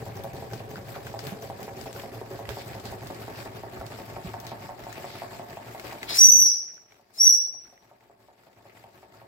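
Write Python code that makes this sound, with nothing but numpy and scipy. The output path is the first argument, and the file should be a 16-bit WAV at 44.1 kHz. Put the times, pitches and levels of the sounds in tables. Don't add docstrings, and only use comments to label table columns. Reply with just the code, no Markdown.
import sys
import numpy as np
from scipy import signal
from scipy.fft import rfft, irfft, next_fast_len
from scipy.io import wavfile
from scipy.ndimage import uniform_filter1d, map_coordinates

SR = 44100
rng = np.random.default_rng(int(sys.argv[2]) if len(sys.argv) > 2 else 0)


def rack_gain(trim_db):
    fader = np.asarray(trim_db, float)
    return 10 ** (fader / 20)


def generate_wav(signal):
    frames = np.transpose(np.atleast_2d(signal))
    scaled = np.clip(frames, -1, 1) * 32767
    pcm = np.round(scaled).astype(np.int16)
    wavfile.write(sys.argv[1], SR, pcm)


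N = 408807
T = np.arange(N) / SR

# t/s at dead centre, turns done
CRANK = [(.0633, 0), (1.679, 9), (2.57, 14), (3.635, 20), (4.692, 26), (5.924, 33), (6.809, 38),
         (7.543, 42), (8.654, 48), (9.216, 51)]
# t/s, peak
# level/dB
KNOCKS = [(0.0646, -30), (0.2447, -28), (0.4244, -30), (0.6041, -33), (0.7811, -37), (0.9619, -29),
          (1.1402, -26), (1.3209, -34), (1.4993, -29), (1.6798, -30), (1.8601, -30), (2.0355, -31),
          (2.2144, -32), (2.3919, -29), (2.5703, -29), (2.7506, -34), (2.925, -31), (3.1021, -31),
          (3.2795, -30), (3.4605, -32), (3.635, -30), (3.8115, -29), (3.9886, -34), (4.1654, -30),
          (4.3399, -27), (4.517, -28), (4.6921, -28), (4.8673, -30), (5.0438, -29), (5.2193, -27),
          (5.3951, -28), (5.5711, -29), (5.7479, -30), (5.924, -30), (6.1034, -32), (6.2777, -45),
          (6.4547, -51), (6.6296, -58), (6.8102, -57), (6.9954, -51), (7.1785, -48), (7.3616, -47),
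          (7.5432, -49), (7.7265, -49), (7.9133, -45), (8.0979, -46), (8.2844, -45), (8.4689, -47),
          (8.6543, -44), (8.8419, -40), (9.0302, -42), (9.2167, -42)]
# angle/turn, frame knock/dB, bench push/dB, valve tick/dB, scatter/dB
CONTACTS = [(0, 2, -7.5, -32.5, 0.5), (.036, -1.5, -8, -32.5, 0.5846), (0.099, -5.5, -7, -33, 0.5),
            (0.157, -8, -8, -26.5, 1), (0.208, -12.5, -14, -32.5, 2), (0.301, -15, -10.5, -25.5, 2),
            (0.519, -11, 1.5, -11.5, 2), (.58, -10, -9.5, -10.5, 2), (.625, -4.5, 1.5, -11.5, 2),
            (0.761, -10.5, 2.5, -22, 2.5), (0.966, -20.5, -14.5, -17.5, 2)]
# f/Hz, width/Hz, level/dB
CRANK_SIDE = [(235, 130, -3), (377.74, 16, 5.5), (432.17, 26, 5), (557.4, 35, 3), (662.3, 100, -3),
              (784.3, 42, 0.5), (926, 120, -8.5), (1150, 200, -16), (1600, 300, -18.5), (2520, 170, -33)]
PISTON_SIDE = [(215.05, 110, -6), (375.3, 25.7, -0.5), (589, 43.5, 1), (702.5, 77, 1), (752.9, 45, -2),
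               (886.7, 46, 0), (1084.7, 30, -4), (1250, 160, -14), (1700, 150, -14), (2100, 340, -18.5)]
# f/Hz, width/Hz, level/dB
HOLLOW_BASE = [
    [(560, 26, 4), (660.4, 27, 6), (777.6, 19, 8)],
    [(700, 26, 6), (900, 30, 2), (1085, 26, 0)],
]
# f/Hz, width/Hz, level/dB
BENCH = [(111.83, 15.63, 2), (193.7, 34, -14.5)]
VALVE = [(6030, 500, 1.5), (7600, 500, -11), (14520, 700, 2.5)]
DRONE = [(112.03, 7.5, 0)]
# t/s, share of the cylinder side, loss by distance from the bench/dB
WALK = [
    (0, 0.073, 0),
    (.6, 0.068, 1),
    (2, 0.075, 2),
    (2.8, 0.306, 1.5),
    (4.4, 0.785, 2.5),
    (5.6, 0.787, 3.5),
    (7.6, 0.732, 4.5),
    (9.3, 0.74, 3),
]
# t/s, gain/dB
GAIN = [(6.15, 0), (6.27, -13.5), (6.5, -19.5), (6.72, -21), (7.08, -20), (7.27, -17.5), (7.45, -17.5),
        (8.5, -16.5), (8.66, -12), (9.05, -12.5), (9.27, -12)]
# t/s, f/Hz, level/dB
TOOTS = [
    [(6.085, 4155, -91), (6.168, 5290, -33), (6.19, 5653, -12), (6.228, 5950, -9.5), (6.33, 5985, -15),
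     (6.42, 5900, -13), (6.472, 5570, -22), (6.494, 5150, -37), (6.515, 4300, -62)],
    [(7.16, 4900, -87), (7.182, 5289, -40), (7.202, 5598, -19), (7.24, 5855, -14), (7.3, 5755, -15.5),
     (7.345, 5620, -23), (7.366, 5350, -42), (7.38, 5000, -60), (7.4, 4606, -93)],
]
# t/s, level/dB
WHISTLE_FLOW = [
    [(6.075, -95), (6.092, -48.5), (6.14, -41.5), (6.175, -32), (6.255, -32.5), (6.285, -39), (6.43, -40.5),
     (6.55, -61.5), (6.75, -90.5)],
    [(7.12, -95.5), (7.14, -61.5), (7.19, -49), (7.25, -44.5), (7.35, -45.5), (7.42, -60.5), (7.5, -73),
     (7.6, -94)],
]
# t/s, half length/s, level/dB, pitch change/Hz
CHOKES = [
    (6.175, 0.0106, -10, 0),
    (6.202, .0045, -18, 0),
    (6.268, .018, 0, -110),
    (6.283, .003, -12, 0),
    (6.332, .003, -10, 0),
    (6.365, .012, -7, 0),
    (6.396, 0.004, -12, -30),
    (7.197, .003, -8, 0),
    (7.316, .005, -10, 0),
]
# start t/s, end t/s, level/dB at the end, swell/(dB/s)
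CONDENSATE = (6.094, 6.17, -36, -20)
# start t/s, end t/s, level/dB at the end, swell/(dB/s)
GUSTS = [
    (6.09, 6.451, -44, 29.5),
    (7.24, 7.349, -54.5, -10),
]
# f/Hz, level/dB
JET_HISS = [(1500, -120), (2400, -30), (4300, -7.5), (7000, 10.5), (9000, -1), (11000, 3), (13500, 4.5),
            (15800, 2), (17000, -120)]
JET_ROAR = [(200, -39.5), (600, -9), (1300, -4.5), (2200, 1), (3400, -8), (4500, -7.5), (7000, -120)]
# f/Hz, difference/dB
JET_SIDES = [(3000, 10), (6000, 0), (7500, 6.5), (9000, 24), (10300, 14), (11500, 8), (13000, 8.5)]
SIDES = [(60, -2), (110, 1), (200, -8.5), (380, 22), (700, 9), (1290, -2), (2380, 0), (4400, 2.5),
         (8120, 10), (15000, 6.5)]
# f/Hz, likeness
ALIKE = [(60, 0.96), (180, 1), (550, 0.853), (1650, 0.0), (4970, 0.0019), (15000, 0.087)]
# angle/turn, rattle/dB, leak/dB
ROUND = [(0, 9, 3), (.15, 7.5, -0.5), (.3, 5, -1), (.47, 0.5, -0.5), (.56, 8.5, 2), (.63, 7.5, 4),
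         (.8, 7.5, 2.5), (.93, 3, 2.5), (1, 1, 3.5)]
# f/Hz, width/Hz, level/dB
LINKAGE = [(1650, 420, -4), (2300, 400, -2.5), (4000, 1593, -7), (7680, 900, -8), (13500, 3040, -10)]
# t/s, peak level/dB, f/Hz
CLINKS = [(0.5338, -40, 1560), (0.7577, -36.5, 1440), (1.069, -33, 1570), (1.1911, -36, 1548),
          (1.9628, -39.5, 1440), (2.4541, -38.5, 1940), (2.507, -36, 1580), (3.4575, -41, 1810),
          (3.8127, -38, 1350), (4.1669, -38.5, 1280), (4.3405, -38, 1696), (4.9267, -37.5, 1790),
          (5.7974, -34, 2194), (5.9843, -43, 2360), (6.0145, -46, 2230), (6.0305, -30, 2064),
          (6.6815, -51, 2040), (6.7791, -50, 1480), (6.922, -50, 2270), (7.6125, -56.5, 2230),
          (7.6536, -53.5, 1430), (7.6784, -54, 1520), (7.7772, -55, 2000), (8.0082, -56.5, 2070),
          (8.4362, -54.5, 1394), (8.6971, -50.5, 2046), (9.0236, -54, 1255), (9.124, -54, 2070),
          (9.1404, -51, 1320), (9.2095, -54.5, 1200)]
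TICKS = [(0.1526, -39.5, 2182), (0.3315, -38.5, 2210), (0.5126, -30, 1621), (0.5962, -36.5, 2491),
         (0.6933, -42.5, 1780), (0.7755, -39, 2490), (0.8726, -42.5, 1540), (1.2496, -38, 1509),
         (1.4568, -38, 2170), (1.5888, -40.5, 1590), (1.7679, -41, 5770), (2.0043, -33.5, 2061),
         (2.1257, -41.5, 1869), (2.3153, -41.5, 1890), (2.8722, -29.5, 1571), (2.8986, -30, 1570),
         (3.027, -39, 1840), (3.2724, -38, 1611), (4.8375, -36, 2003), (4.9049, -30, 2388),
         (4.9566, -36, 2089), (5.0364, -39, 2190), (5.3088, -36.5, 1691), (5.4844, -41, 2034),
         (5.5308, -36, 1992), (5.7478, -38.5, 2071), (5.7793, -31.5, 2120), (5.8805, -35, 2220),
         (6.9085, -49.5, 2001), (6.9554, -52, 3160), (7.8244, -55, 1995), (8.0564, -57, 2370),
         (8.2404, -59, 2000), (8.3795, -56.5, 2170), (8.5325, -54.5, 2010), (8.5644, -55, 2070),
         (8.5789, -51.5, 2070), (8.6134, -54.5, 1830), (8.7944, -50.5, 4540), (8.9294, -53, 1500),
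         (8.9545, -51, 1727)]
# t/s, peak level/dB, ring f/Hz, top part/dB, left-right/dB
SPITS = [(0.2367, -36.5, 3400, -9, 9.5), (0.5336, -32, 5510, -21.5, 12), (1.0505, -44.5, 5960, -17, 4),
         (1.0673, -34.5, 3180, -18, 13), (1.1908, -27.5, 4950, -21, 11), (1.2687, -30, 4100, -14.5, 14),
         (1.4227, -34.5, 5940, -18, 6), (1.6301, -35.5, 4970, -12.5, 11), (1.8123, -31, 4840, -19, 6.5),
         (1.9287, -33.5, 7530, -21, 7), (2.4915, -30, 3160, -17.5, -11.5), (2.501, -37.5, 1600, -20, -5),
         (2.7985, -36.5, 7400, -25, 12), (2.8544, -29, 4128, -20.5, -5.5), (2.9179, -44, 3980, -11.5, -7),
         (3.0708, -31, 4350, -15.5, -6), (3.146, -34.5, 4450, -27.5, -0.5), (3.8648, -30, 4332, -20, -1.5),
         (4.4009, -34, 5630, -12.5, 9.5), (4.4677, -29, 4000, -17.5, 5.5),
         (4.9275, -34.5, 6905, -18.5, 10.5), (3.4121, -41, 3540, -18, -2), (4.0073, -42, 5070, -18, 4),
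         (4.2921, -41, 3190, -18, 4), (4.8374, -41, 2980, -15, 8), (2.3032, -43, 7400, -18, 8),
         (4.972, -41, 2600, -15, 4), (5.7972, -33.5, 4308, -17, 6), (6.03, -30, 3727, -20.5, 8.5)]
# t/s, peak level/dB, f/Hz
THUDS = [(0.767, -34, 185), (1.236, -33, 122), (1.261, -33.5, 137.3), (1.32, -26, 196.7),
         (2.4912, -28.5, 70), (2.502, -33, 418.4), (2.883, -33, 105.6), (2.909, -35.5, 61.9),
         (3.792, -32, 61.9), (3.854, -35.5, 120), (4.246, -27, 177.4), (4.269, -32.5, 61.9),
         (6.243, -46, 117.5), (6.284, -37, 127.8), (6.358, -36.5, 78.1), (6.399, -50.5, 62.02),
         (7.251, -54, 61.9), (7.284, -47.5, 91.55)]
# t/s, peak level/dB, width/s, left-right/dB
CASE_CRACK = (2.49145, -22, 0.00007, -22)
# t/s, length/s, level/dB,
# centre f/Hz
SPURTS = [(0.537, 0.072, -58.5, 5000), (1.195, 0.054, -54.5, 4200), (1.273, .06, -53, 3000),
          (2.492, 0.054, -49.5, 2600), (2.495, 0.068, -52.5, 4500), (2.583, 0.055, -48, 4500),
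          (4.464, 0.074, -49.5, 4300), (5.052, 0.173, -49.5, 4460), (.755, 0.0364, -48, 1600),
          (.94, 0.041, -43.5, 1600), (1.27, 0.036, -46.5, 1600), (4.95, .06, -52, 2200),
          (1.28, .06, -57.5, 12640), (1.632, 0.039, -53.5, 5200), (2.85, .05, -47.5, 4300),
          (6.68, 0.042, -60, 2100), (8.38, .07, -67.5, 2300), (8.697, .04, -60, 2400)]
# t/s, flow/dB
LEAK = [(0, -4), (.85, -4), (1.23, 2), (1.5, -4), (1.85, -1), (2.25, -2.5), (2.6, 2.5), (3.0, -1), (3.3, 2),
        (3.75, -1.5), (4.0, 1), (4.7, -0.5), (5.05, 2), (5.35, 0), (6.0, 4.5), (6.85, 6.5), (7.5, 1.5),
        (8.6, 1.5)]
# first stroke/dB, second stroke/dB
PUFFS = [(1.5, 0.5), (-1.0, -0.5), (0, 0.5), (-1.5, 1.5), (-1.5, -0.5), (0.5, 2), (1.5, -0.5), (-2.5, 2.5),
         (-0.5, 1), (0.5, 1.5), (-1.5, 1.5), (0.0, 4.5), (-1, 1.5), (-1.5, 0.5), (-1, 2), (4, 0.5),
         (1, 0.5), (0, 1.0), (1.0, 1), (0.5, 0), (-1, 1), (0.5, -1), (0, 1.5), (2.5, -1), (-1.0, 0),
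         (0, -1), (0.5, -1.0), (-2, -1), (3, 1), (1.0, 0), (1.5, 2), (-1.5, -1), (0.5, -1.5), (3.5, 1.0),
         (-1.5, -2.5), (1, 0.5), (1.5, -0.5), (0.5, -1.5), (0.0, 1), (0.5, 1.5), (-1, -1.0), (2, -0.5),
         (-1, -0.5), (0.0, 0.5), (1, 0.5), (-2.5, 0.5), (-1, -1.5), (-3.5, -2), (3.0, -1), (1.5, 1.5),
         (-0.5, -0.5), (-1.5, 0), (-1.5, 0.0)]
# f/Hz, level/dB
HISS = [(1760, -43), (3000, -6), (4910, -1), (6530, -9), (7550, -4.5), (9040, -13.5), (14400, -5.5),
        (15800, -11)]
SEETHE = [(590, -6), (1000, -7), (1340, -4), (1660, -5), (2490, -5), (3150, -11.5), (4910, -16),
          (5500, -23), (7150, -47), (12100, -120)]
RUMBLE = [(20, -120), (33, -19.5), (47, 3), (70, 1), (150, -13), (330, -10.5), (480, -21), (700, -120)]
# f/Hz, decay time (60 dB)/s
ROOM = [(200, 0.43), (2000, 0.65), (6000, 0.53), (12000, 0.354)]
# t/s, left-right/dB
PHONE_TURN = [
    (0, 0.5),
    (2.5, 0),
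    (4.5, 0.54),
    (9.3, 1.33),
]

RATTLE_DB, RATTLE_FADES = -42.5, 0.838
BASS_DB, BASS_FADES = 2, 2.478
SEETHE_DB, HISS_DB, HISS_GROWS, HISS_SCREENED_DB = -11.3, -18.5, 0.82, -2.5
CONDENSATE_EDGE = 899.5


def unit(x):
    return x / np.sqrt(np.mean(x ** 2) + 1e-20)


def along(points, hz):
    f, v = np.transpose(points)
    return np.interp(np.log(hz + 1), np.log(f + 1), v)


def curves(rows, at=T):
    s, *cols = np.transpose(rows)
    return [np.interp(at, s, c) for c in cols]


def wobble(rate):
    knots = rng.standard_normal(int(N * rate / SR) + 4)
    return map_coordinates(knots, [T * rate], order=3)


def filtered(x, response):
    m = next_fast_len(N + SR // 2)
    return irfft(rfft(x, m) * response(np.fft.rfftfreq(m, 1 / SR)), m)[..., :N]


def ringing(x, modes, sign=-1):
    def response(f):
        total = 0
        for k, (centre, width, db) in enumerate(modes):
            damping = 1j * f * width
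            total = total + sign ** k * rack_gain(db) * damping / (centre * centre - f * f + damping)
        return total
    return filtered(x, response)


def blows(s, db):
    at = np.round(np.ravel(s) * SR).astype(int)
    inside = (at >= 0) & (at < N)
    return np.bincount(at[inside], rack_gain(np.ravel(db))[inside], N)


def left_right(db):
    return rack_gain(np.array([[.5], [-.5]]) * db)


def lean(sides, hz):
    return left_right(along(sides, hz))


def pair(alike):
    def mid_side(hz):
        turn = np.arccos(np.clip(along(alike, hz), -1, 1)) / 2
        return np.array([np.cos(turn), np.sin(turn)])
    mid, side = filtered(rng.standard_normal((2, N)), mid_side)
    return np.array([mid + side, mid - side])


def rush(spectrum, sides, alike=ALIKE):
    return unit(filtered(pair(alike), lambda hz: rack_gain(along(spectrum, hz)) * lean(sides, hz)))


def patchy(x, depth_db):
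    z = signal.stft(x, nperseg=256)[2]
    field = uniform_filter1d(rng.standard_normal(z.shape[1:]), size=7, axis=0)
    field = uniform_filter1d(field, size=9, axis=1)
    return signal.istft(z * rack_gain(depth_db * unit(field)), nperseg=256)[1][:, :N]


def swell(start, end, db, db_per_s, edge_db_per_s):
    outside = np.maximum(start - T, 0) + np.maximum(T - end, 0)
    return db + db_per_s * (np.clip(T, start, end) - end) - edge_db_per_s * outside


def place(out, s, sound):
    out[:, round(s * SR):][:, :sound.shape[-1]] += sound


def crank():
    s, turns = np.transpose(CRANK)
    s = np.interp(np.arange(turns[-1] + 1), turns, s)
    s = np.r_[2 * s[0] - s[1], s, 2 * s[-1] - s[-2]]
    return s, np.interp(T, s, np.arange(len(s))) % 1


def running(at=T):
    share, far_db = curves(WALK, at)
    flow_db, = curves(LEAK, at)
    run_db = RATTLE_DB - RATTLE_FADES * far_db + curves(GAIN, at)[0]
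    hiss_db = HISS_DB + HISS_GROWS * flow_db + HISS_SCREENED_DB * share
    return run_db, BASS_DB - BASS_FADES * far_db, SEETHE_DB + flow_db, hiss_db


def by_side(force, crank_modes, piston_modes, sign):
    share = np.clip(curves(WALK)[0], 0, 1)
    crank_side = np.sqrt(1 - share) * ringing(force, crank_modes, sign)
    return crank_side + np.sqrt(share) * ringing(force, piston_modes, sign)


def knocks():
    s = crank()[0]
    angle, frame_db, bench_db, valve_db, scatter_db = np.transpose(CONTACTS)
    chance = np.clip(rng.standard_normal((len(s) - 1, len(angle), 4)), -2, 2)
    when = s[:-1, None] + np.diff(s)[:, None] * (angle + .003 * scatter_db * chance[..., 0])
    knock_s, knock_db = np.transpose([(s[0], KNOCKS[0][1])] + list(KNOCKS))
    bounce = angle < .25
    when = when + np.where(bounce, (knock_s - s[:-1])[:, None], 0)
    run_db, bass_db, _, _ = running(when)
    level_db = np.where(bounce, knock_db[:, None] + 2.5, run_db + 16)
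    force = blows(when, level_db + frame_db + scatter_db * chance[..., 1] + 26.5)
    force = signal.lfilter(*signal.butter(2, (450, 960), "band", fs=SR), force)
    body = by_side(force, CRANK_SIDE, PISTON_SIDE, 0.949)
    hollow = by_side(force, *HOLLOW_BASE, 0.936)
    push_db = run_db + bass_db + bench_db + scatter_db * chance[..., 2] + 53.5
    bench = ringing(blows(when, push_db), BENCH)
    hidden_db = -7 * curves(WALK, when)[0]
    tick_db = run_db + hidden_db + valve_db + 1.045 * scatter_db * chance[..., 3] + 32.0
    return body + hollow + bench + ringing(blows(when, tick_db), VALVE)


def whistle():
    hz, tone_db = curves(sum(TOOTS, []))
    shut_s = 6.515
    closing = (T > shut_s) & (T < shut_s + .5)
    tone_db = np.where(closing, tone_db - 900 * (T - shut_s), tone_db)
    for s, half, db, sag_hz in CHOKES:
        choke = np.exp(-((T - s) / half) ** 4)
        hz, tone_db = hz + sag_hz * choke, tone_db + db * choke
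    phase = 2 * np.pi * np.cumsum(hz + 25 * wobble(90) + 22 * wobble(300)) / SR
    tone = rack_gain(tone_db + 2.18 * wobble(70)) * np.sin(phase)
    octave_db = tone_db - 18.5 + 0.007 * (hz - 5900)
    octave = rack_gain(octave_db + 2.5 * wobble(40)) * np.sin(2 * phase)
    air = rng.standard_normal((2, N))
    flutter = signal.lfilter(*signal.butter(3, 1000, fs=SR), air)
    skirt = signal.lfilter(*signal.butter(3, 300, fs=SR), air)
    tone = tone + rack_gain(tone_db - 19) * unit(skirt[0] * np.cos(phase) + skirt[1] * np.sin(phase))
    flow_db, = curves(sum(WHISTLE_FLOW, []))
    breath = rack_gain(flow_db) + rack_gain(swell(*CONDENSATE, CONDENSATE_EDGE))
    return tone, octave, breath * unit(flutter[0] * np.sin(phase) + flutter[1] * np.cos(phase))


def jet():
    flow_db, = curves(sum(WHISTLE_FLOW, []))
    grain = rack_gain(1.5 * wobble(60))
    hiss = rack_gain(flow_db + 3.5) * rush(JET_HISS, JET_SIDES, [(3000, 0.198)])
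    roar = rack_gain(flow_db - 11.5) + rack_gain(swell(*CONDENSATE, CONDENSATE_EDGE) - 5)
    draught = sum(rack_gain(swell(*gust, 300)) for gust in GUSTS)
    lumps = rack_gain(4.5 * wobble(25))
    buffet = draught * rack_gain(-3.5) * unit(lumps * rush(RUMBLE, [(100, 0)], [(30, .4)]))
    return grain * (hiss + roar * rush(JET_ROAR, SIDES)) + buffet


def rattle():
    rattle_db = curves(ROUND, crank()[1])[0]
    run_db, bass_db, _, _ = running()
    grit = rack_gain(2.5 * wobble(160))
    shake = unit(by_side(grit * pair(ALIKE), CRANK_SIDE, PISTON_SIDE, -1.0457))
    shake = rack_gain(run_db + rattle_db - 6.5) * shake
    hum = rack_gain(run_db + bass_db + rattle_db - 10.5) * unit(ringing(pair(ALIKE), BENCH))
    drone = rack_gain(run_db + bass_db - 6) * unit(ringing(rng.standard_normal(N), DRONE))
    rumble_db = run_db + .4 * bass_db - 13.2 + 2.5 * wobble(23)
    return shake + hum + drone + rack_gain(rumble_db) * rush(RUMBLE, SIDES, [(30, 0.48), (300, 0.96)])


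def clatter():
    draw = rng.random((int(258.7 * N / SR), 4))
    s = draw[:, 0] * N / SR
    run_db, _, seethe_db, _ = running(s)
    leak_db = curves(ROUND, np.interp(s, T, crank()[1]))[1]
    db = run_db + seethe_db + 1.5 * leak_db + 24 - 5 * np.log(draw[:, 1] + .1)
    pan_db = 8 * (draw[:, 2] - .5)
    part = (draw[:, 3] * len(LINKAGE)).astype(int)
    out = np.zeros((2, N))
    for k, (hz, width, part_db) in enumerate(LINKAGE):
        own = part == k
        ticks = [blows(s[own], (db + part_db + side * pan_db)[own]) for side in (1, -1)]
        out += signal.lfilter(*signal.iirpeak(hz, hz / width, fs=SR), ticks)
    return out


def clinks():
    out, t = np.zeros((2, N + SR)), np.arange(SR // 8) / SR
    ticks = [(s, min(db, -34) - 8, hz) for s, db, hz in TICKS]
    for s, db, hz in CLINKS + ticks:
        modes = hz * np.exp(rng.normal(0, .4, (3, 1))) ** [[0], [1], [1]]
        ring = ([[1.3], [.4], [.4]] * np.sin(2 * np.pi * modes * t)).sum(0) * rack_gain(-60 * t / 0.0192)
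        near = signal.butter(1, (hz * 0.63, hz * 1.7), "band", fs=SR, output="sos")
        fade = rack_gain(-60 * t / 0.006) + .22 * rack_gain(-60 * t / .07)
        scrape = 1.6 * signal.sosfilt(near, rng.standard_normal((2, len(t)))) * fade
        place(out, s, rack_gain(db + 0.5) * (ring + scrape))
    return out[:, :N]


def spits():
    out, t = np.zeros((2, N + SR)), np.arange(SR // 8) / SR
    mid = signal.butter(2, (1500, 7400), "band", fs=SR, output="sos")
    top = signal.butter(2, (11000, 21000), "band", fs=SR, output="sos")
    for s, db, hz, top_db, pan_db in SPITS:
        fade = rack_gain(-60 * t / 0.0045) + 0.381 * rack_gain(-60 * t / 0.14)
        burst = rng.standard_normal((2, len(t))) * fade
        burst[:, 0] -= 2.5
        ring = 0.61 * np.sin(2 * np.pi * hz * t) * rack_gain(-60 * t / 0.0151)
        fizz = rack_gain(top_db + 13) * signal.sosfilt(top, burst)
        place(out, s, rack_gain(db - 2.5) * left_right(pan_db) * (ring + signal.sosfilt(mid, burst) + fizz))
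    return out[:, :N]


def spurts():
    out = np.zeros((2, N + SR))
    for s, length, db, hz in SPURTS:
        u = np.arange(SR // 4) / SR / length
        band = signal.butter(2, (hz * .7, hz * 1.144), "band", fs=SR, output="sos")
        grain = rng.standard_normal((2, len(u))) * rng.exponential(size=len(u))
        envelope = np.exp(-u ** 3) * (1 - np.exp(-12 * u))
        place(out, s, rack_gain(db) * unit(signal.sosfilt(band, grain)) * envelope)
    return out[:, :N]


def thuds():
    out, t = np.zeros((2, N + SR)), np.arange(SR // 8) / SR
    for s, db, hz in THUDS:
        push = np.sin(2 * np.pi * hz * t) * rack_gain(-60 * t / 0.08) * (1 - np.exp(-t / 0.0054))
        place(out, s, rack_gain(db + 4.0) * push * [[.75], [1.25]])
    s, db, width, pan_db = CASE_CRACK
    return out[:, :N] - rack_gain(db) * left_right(pan_db) * np.exp(-np.abs(T - s) / width)


def leak():
    leak_db = curves(ROUND, crank()[1])[1]
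    run_db, _, seethe_db, hiss_db = running()
    s = crank()[0]
    strokes = s[:-1, None] + np.diff(s)[:, None] * [.25, .75]
    puff_db = np.interp(T, strokes.ravel(), np.ravel(PUFFS))
    flow_db = run_db + leak_db + puff_db + 1.3 * wobble(11) + 1.5 * wobble(200)
    hiss = rack_gain(flow_db + hiss_db + 7.5) * patchy(rush(HISS, SIDES), depth_db=2.5)
    seethe_db = flow_db + seethe_db + 3.0 + 2.255 * wobble(500)
    return hiss + rack_gain(seethe_db) * patchy(rush(SEETHE, SIDES), depth_db=2.5)


def room(x, gap):
    hz, t, z = signal.stft(rng.standard_normal((2, SR)), SR, nperseg=256)
    tail = signal.istft(z * rack_gain(-60 * t / along(ROOM, hz)[:, None]), SR, nperseg=256)[1]
    late = np.pad(x, (int(gap * SR), 0))[None]
    return signal.fftconvolve(late, tail / np.linalg.norm(tail[0]), axes=1)[:, :N]


def ports(x, lag):
    return filtered(x, lambda hz: np.exp(1j * np.pi * hz * lag * np.array([[-1], [1]])))


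def scene():
    tone, octave, breath = whistle()
    hits = knocks()
    near = np.array([rack_gain(3) * (tone + octave) + breath] * 2)
    near = filtered(near, lambda hz: lean(JET_SIDES, hz))
    engine = hits * left_right(-.6) + rack_gain(-4) * room(hits, 0.0047054)
    engine = engine + rattle() + clatter() + clinks() + spits() + spurts() + thuds() + leak()
    engine = ports(engine * left_right(curves(PHONE_TURN)[0]), 0.0001414)
    echo = rack_gain(2.6) * room(tone + rack_gain(-6) * octave + 0.3 * breath, .006)
    return engine + ports(near + jet(), -0.0005681) + echo


def band_limit(x):
    return signal.sosfilt(signal.butter(12, 16710, fs=SR, output="sos"), x)


def record(dry):
    heard = filtered(dry, lambda hz: (hz < 15870) / np.sqrt(1 + (42 / (hz + 1)) ** 8))
    held = heard / (1 + np.abs(heard / 1.05) ** 8) ** (1 / 8)
    return band_limit(held)


dry = scene()
out = record(dry)
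generate_wav(out)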